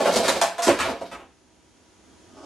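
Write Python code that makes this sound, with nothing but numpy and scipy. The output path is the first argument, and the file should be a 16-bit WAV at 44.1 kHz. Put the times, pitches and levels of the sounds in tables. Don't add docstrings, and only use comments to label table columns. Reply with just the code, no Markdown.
import sys
import numpy as np
from scipy import signal
from scipy.fft import rfft, irfft, next_fast_len
from scipy.io import wavfile
from scipy.ndimage import uniform_filter1d

SR = 44100
rng = np.random.default_rng(int(sys.argv[2]) if len(sys.argv) > 2 else 0)


def file_out(sig):
    cols = np.atleast_2d(sig).T
    lim = np.clip(cols, -1, 1)
    pcm = np.round(lim * 32767).astype(np.int16)
    wavfile.write(sys.argv[1], SR, pcm)


N = 108133


def undb(db):
    return 10 ** (np.asarray(db) / 20)


def unit(x):
    return x / np.sqrt(np.mean(x ** 2) + 1e-18)


def decay(t, t60):
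    return np.exp(-np.log(1000) * t / t60)


def level_curve(rows):
    seconds, db = np.array(rows).T
    return undb(np.interp(np.arange(N) / SR, seconds, db))


def colour(x, points):
    n = next_fast_len(x.shape[-1] + 4096, real=True)
    n += n % 2
    hz, db = np.array(points, float).T
    bins_hz = np.arange(n // 2 + 1) * SR / n
    gain = undb(np.interp(np.log(bins_hz + 1), np.log(hz), db))
    cepstrum = irfft(np.log(gain))
    cepstrum[1:n // 2] *= 2
    cepstrum[n // 2 + 1:] = 0
    response = np.exp(rfft(cepstrum))
    return irfft(rfft(x, n) * response)[..., :x.shape[-1]]


def at_level(x, db):
    power = uniform_filter1d(np.mean(x ** 2, axis=0), int(.03 * SR), mode="constant")
    return x * undb(db) / np.sqrt(power.max() + 1e-18)


def add(out, x, start):
    i = int(np.clip(start * SR, 0, N - 1))
    out[:, i:i + x.shape[1]] += x[:, :N - i]


def wander(rate):
    steps = np.clip(rng.standard_normal(1024), -1.5, 1.5)
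    return np.interp(np.arange(N) / SR * rate, np.arange(len(steps)), steps)


def diffuse(count, width):
    mid, side = rng.standard_normal((2, count))
    return mid + colour(side, width) * np.array([[1], [-1]])


# frequency in Hz, side level relative to the middle in dB.
REFLECTION_WIDTH = [(60, -14.5), (250, -16), (500, -19.5), (1000, -11.5), (2000, -12), (4000, -6),
                    (10000, -4)]
ROOM_BUILD_S = 0.0056
EARLY_DB, EARLY_S = 5.5, 0.0086
SPARSE_DB, SPARSE_S = 8, 0.02


def reflections():
    t = np.arange(SR // 2) / SR
    build_up = 1 - np.exp(-t / ROOM_BUILD_S)
    early = 1 + undb(EARLY_DB) * np.exp(-t / EARLY_S)
    spread = np.log(undb(SPARSE_DB)) * np.exp(-t / SPARSE_S)
    walls = np.clip(rng.standard_normal(len(t) // 20 + 1), -2, 2)
    walls = np.repeat(walls, 20)[:len(t)]
    unevenness = np.exp(spread * walls - spread ** 2)
    return diffuse(len(t), REFLECTION_WIDTH) * unevenness * build_up * early


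DIRECT = 14.2


def room(paths, t60):
    response = paths * decay(np.arange(paths.shape[1]) / SR, t60)
    response[:, 0] += DIRECT
    return response


def smear(dry):
    response = room(reflections(), .28)
    response /= np.sqrt(np.sum(response ** 2) / 2)
    return signal.fftconvolve(dry[None], response, axes=1)[:, :N]


# frequency in Hz, relative level in dB per Hz.
MURMUR_COLOUR = [(20, -31.5), (48, -4.5), (80, -1), (115, -6), (200, -4.5), (290, 0), (400, -3), (520, -8),
                 (900, -11), (1400, -23), (3000, -49.5)]
# time in seconds, murmur level in dB.
MURMUR_LEVEL = [(1.35, -60.5), (1.7, -59), (1.95, -58.5), (2.08, -54.5), (2.3, -54)]
# frequency in Hz, sine peak in dB relative to the murmur's rms.
MOTOR_WHINE = [(312, -4.5), (958, -14.5), (3260, -21.5), (4500, -23.5), (6745, -9.5), (9512, -28),
               (10191, -23)]
# frequency in Hz, relative level in dB per Hz.
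HISS_COLOUR = [(300, -26.5), (700, -10), (1400, 2.5), (2400, 0), (3250, 0), (3800, -2), (4900, -2.5),
               (5600, -0.5), (6600, 0), (7500, -7), (10000, -7), (11400, -15), (12500, -34.5)]
# time in seconds, level in dB.
HISS_SWELL = [(1.35, -65), (1.7, -63), (2.0, -61), (2.25, -59)]
# frequency in Hz, side level relative to the middle in dB.
BACKGROUND_WIDTH = [(60, -8.5), (110, -5), (200, -3.5), (370, -8), (670, -5.5), (1220, -6), (2230, -7.5),
                    (4080, -4), (7450, -2), (13600, 3)]


def room_tone():
    t = np.arange(N) / SR
    whine = sum(undb(db) * np.sin(2 * np.pi * hz * t) for hz, db in MOTOR_WHINE)
    murmur = unit(colour(diffuse(N, BACKGROUND_WIDTH), MURMUR_COLOUR))
    hiss = unit(colour(diffuse(N, BACKGROUND_WIDTH), HISS_COLOUR))
    return (murmur + whine) * level_curve(MURMUR_LEVEL) + hiss * level_curve(HISS_SWELL)


SLIPS_PER_S, SLIP_SCATTER_DB = 800, 6.5
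CATCH_PER_S, CATCH_DB = 45, 2.5


def scrape(level, spectrum):
    happens = rng.random(N) < SLIPS_PER_S / SR
    sign = rng.choice([-1, 1], N)
    strength = undb(SLIP_SCATTER_DB * np.clip(rng.standard_normal(N), -2, 2))
    slips = happens * sign * strength
    catch = undb(CATCH_DB * wander(CATCH_PER_S))
    rubbing = unit(colour(slips, spectrum) * catch)
    return smear(rubbing * level_curve(level))


# time in seconds, level in dB.
RUB_LEVEL = [(2.0, -87.5), (2.26, -67), (2.33, -49), (2.38, -44), (2.402, -44), (2.45, -33)]
# frequency in Hz, relative level in dB per Hz.
RUB_SPECTRUM = [(60, -27.5), (180, -19.5), (310, 9.5), (500, -7), (690, 0), (920, -4.5), (1250, -5.5),
                (1800, -26), (2500, -26), (3000, -17), (4100, -29), (5250, -15), (6000, -24.5),
                (9000, -32.5), (12000, -55)]


def rub():
    return scrape(RUB_LEVEL, RUB_SPECTRUM)


# time in seconds, level in dB.
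SLIDE_LEVEL = [(0, -27.5), (.15, -24.5), (.27, -26.5), (.39, -30), (.43, -35.5), (.56, -44.5), (.72, -46),
               (.78, -33), (.87, -30.5), (.94, -49), (1.1, -47.5), (1.3, -100)]
# frequency in Hz, relative level in dB.
SLIDE_SPECTRUM = [(40, -30.5), (120, -14.5), (190, -8), (300, -3), (620, 5.5), (1000, -7.5), (2000, -10.5),
                  (4500, -9), (8000, -22.5), (13000, -30)]


def slide():
    return scrape(SLIDE_LEVEL, SLIDE_SPECTRUM)


# time in seconds, pitch in Hz before the jitter,
# level in dB before the flutter.
GROAN_PATH = [(.578, 690, -48), (.592, 692, -24), (.618, 684, -32), (.64, 694, -24.5), (.66, 672, -29),
              (.678, 640, -31), (.70, 630, -60)]
GROAN_JITTER, GROAN_FLUTTER_DB, GROAN_WANDER_PER_S = .014, 2, 220
GROAN_OVERTONE_DB, GROAN_ROOM_DB = -21.5, -29


def groan():
    t = np.arange(N) / SR
    when, hz, db = np.array(GROAN_PATH).T
    pitch = np.interp(t, when, hz) * (1 + GROAN_JITTER * wander(GROAN_WANDER_PER_S))
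    phase = 2 * np.pi * np.cumsum(pitch) / SR
    level = undb(np.interp(t, when, db) + GROAN_FLUTTER_DB * wander(GROAN_WANDER_PER_S))
    level *= (t > when[0]) & (t < when[-1])
    tone = unit(np.sin(phase) + undb(GROAN_OVERTONE_DB) * np.sin(2 * phase))
    dry = tone * level
    return dry + undb(GROAN_ROOM_DB) * smear(dry)


# start in seconds,
# level of the loudest 30 ms in dB.
CORNER_STRIKES = [(.675, -26), (.681, -20.5), (.689, -18.5), (.699, -19.5)]
# frequency in Hz, relative level in dB,
# time to fade by 60 dB in seconds.
DESK_MODES = [(280, -9, 0.12), (350, 0, 0.083), (451, -4, .045), (569, 4, 0.06), (654, 4.5, 0.062)]


def landing():
    t = np.arange(SR // 4) / SR
    thud = sum(undb(db) * decay(t, t60) * np.sin(2 * np.pi * hz * t) for hz, db, t60 in DESK_MODES)
    thud = thud * (1 - np.exp(-t / .0015))
    out = np.zeros((2, N))
    for start, db in CORNER_STRIKES:
        add(out, at_level(thud[None], db), start)
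    return out


CONTACTS_PER_S, CONTACT_SCATTER_DB = 420, 3.5
FIRST_CONTACT, CLATTER_FALL_DB = 0.84, 6


def contacts(length, count=40):
    when, size, sign = rng.random(count), rng.standard_normal(count), rng.choice([-1, 1], count)
    used = int(np.clip(length * CONTACTS_PER_S, 1, count))
    force = np.zeros(int(length * SR) + 1)
    places = (np.arange(used) + when[:used]) / used
    strength = undb(CONTACT_SCATTER_DB * size[:used] - CLATTER_FALL_DB * places)
    force[(places * len(force)).astype(int)] = sign[:used] * strength
    force[0] = FIRST_CONTACT
    return force


MODE_SCATTER_DB, MODE_DETUNE = 2.14, 0.0051
MODE_PAN_DB = 2
RING_RISE_S = .004


def ring(modes, length):
    t = np.arange(SR // 2) / SR
    out = np.zeros((2, len(t)))
    scatter, turns = rng.standard_normal((len(modes), 3)), rng.random(len(modes))
    for (hz, db, t60), (louder, sharper, sideways), turn in zip(modes, scatter, turns):
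        pan_db = MODE_PAN_DB * sideways * np.array([[1], [-1]]) / 2
        gain = undb(db + MODE_SCATTER_DB * louder + pan_db)
        pitch = hz * (1 + MODE_DETUNE * sharper)
        out += gain * (decay(t, t60) * np.sin(2 * np.pi * (pitch * t + turn)))
    rise_s = (RING_RISE_S + length) / 2
    return out * np.minimum(t / rise_s, 1)


COLLAPSE_BLOWS = [ (.000, 0.017, -54, -25.5, -20.5, -28.5, -32, -30, -34),
                  (.048, 0.021, -65, -29.5, -21.5, -22.5, -31, -22.5, -25),
                  (.066, 0.026, -60.5, -37.5, -22, -35.5, -30.5, -19, -33),
                  (.125, 0.019, -46, -35.5, -35.5, -34.5, -26, -36.5, -35.5),
                  (.158, .015, -44.5, -25, -27.5, -29, -19.5, -28, -45),
                  (.195, .030, -59.5, -31.5, -30, -38.5, -52.5, -33, -31),
                  (.235, .035, -53, -39.5, -37, -24.5, -27, -27.5, -40.5),
                  (0.281, 0.011, -47.5, -31, -26.5, -18, -17, -24.5, -36),
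                  (0.319, .022, -48.5, -35.5, -36, -42, -42, -42, -38.5),
                  (.358, .014, -65, -34, -34.5, -32, -34.5, -36.5, -36),
                  (.414, 0.0071, -57.5, -35, -21, -20, -18, -36, -20.5),
                  (.582, 0.012, -66.5, -43, -33.5, -29.5, -33.5, -48.5, -39),
                  (.622, 0.026, -64, -40.5, -36, -26.5, -20, -51, -50),
                  (.669, .012, -41, -18.5, -28, -21, -22.5, -24, -40),
                  (.682, 0.006, -45.5, -27, -26.5, -20, -25, -20.5, -35),
                  (.789, .022, -41, -35, -34, -19, -25.5, -40.5, -51),
                  (0.847, .024, -45, -33.5, -30.5, -27.5, -44, -35, -34),
                  (.888, .015, -70, -29.5, -30, -35, -40, -35.5, -35.5),
                  (1.01, 0.012, -55.5, -40, -37, -43.5, -46, -35, -36.5),
                  (1.115, .022, -52.5, -43, -44.5, -34.5, -43, -45.5, -46),
                  (1.190, .030, -58, -48.5, -48, -48.5, -60, -57.5, -60)]
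# low edge in Hz, high edge in Hz,
# time for the room to fade by 60 dB in seconds.
CONTACT_REGISTERS = [(48.4, 110, 0.36), (230, 488, 0.35), (466.5, 880, 0.31), (970, 2940, 0.37),
                     (3410, 8300, 0.27)]
# frequency in Hz, gain in dB.
CONTACT_TINT = [(60, -3), (300, -2), (650, 1), (1000, -1), (2000, -6.5), (3200, -8), (5000, -5.5),
                (7500, -7), (10000, -2), (13000, 4.5)]
# frequency in Hz, relative level in dB,
# time to fade by 60 dB in seconds.
CARCASS_MODES = [(182.5, -18.5, 1), (223, -20.5, .6), (279.1, -9.5, .3), (351.7, -6, .28),
                 (392.8, -7.5, 0.31), (487.3, -4, 0.097), (535.3, 5, .2), (568.5, 3, 0.24), (642, 5, 0.17),
                 (694, -7, 0.066), (790, -9, 0.13), (1103, -14.5, .25), (1289, -8, 0.11),
                 (1388, -8.5, 0.25), (1620, -20, 0.37), (2910, -15.5, 0.24)]
# frequency in Hz, relative level in dB,
# time to fade by 60 dB in seconds.
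SHELF_MODES = [(604, -13.5, 0.25), (684, 7, 0.29), (766, -5, 0.23), (785, -13, 0.23), (934, -2.5, 0.13),
               (1170, -7.5, 0.18), (1366, -12, 0.11), (2530, -26.5, 0.28)]


def blows():
    hits, rings = np.zeros((2, 2, N))
    for start, length, *levels, carcass_db, shelf_db in COLLAPSE_BLOWS:
        force = contacts(length)[None]
        paths = reflections()
        for (low, high, t60), db in zip(CONTACT_REGISTERS, levels):
            band = signal.butter(3, [low, high], "band", fs=SR, output="sos")
            in_room = signal.fftconvolve(room(paths, t60), force, axes=1)
            add(hits, at_level(signal.sosfilt(band, in_room), db), start)
        add(rings, at_level(ring(CARCASS_MODES, length), carcass_db), start)
        add(rings, at_level(ring(SHELF_MODES, length), shelf_db), start)
    return colour(hits, CONTACT_TINT) + rings


# frequency in Hz, left relative to right in dB.
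LEFT_BALANCE = [(60, -0.5), (200, -1.5), (400, -2.5), (700, -2), (1200, 0.5), (5000, -0.55), (13000, -0.5)]


def scene():
    left, right = room_tone() + rub() + slide() + groan() + landing() + blows()
    return np.array([colour(left, LEFT_BALANCE), right])


COMB_HZ = 149.87
COMB_ZERO, COMB_POLE = 0.65, 0.42
TOP_HZ = 13000


def record(dry):
    n = 2 * next_fast_len(N, real=True)
    turn = np.exp(-2j * np.pi * np.arange(n // 2 + 1) * SR / n / COMB_HZ)
    comb = (1 - COMB_ZERO * turn) / (1 - COMB_POLE * turn)
    notched = irfft(rfft(dry, n) * comb)[:, :N]
    top_cut = signal.ellip(8, .2, 70, TOP_HZ, fs=SR, output="sos")
    return signal.sosfilt(top_cut, notched)


dry = scene()
out = record(dry)
file_out(out)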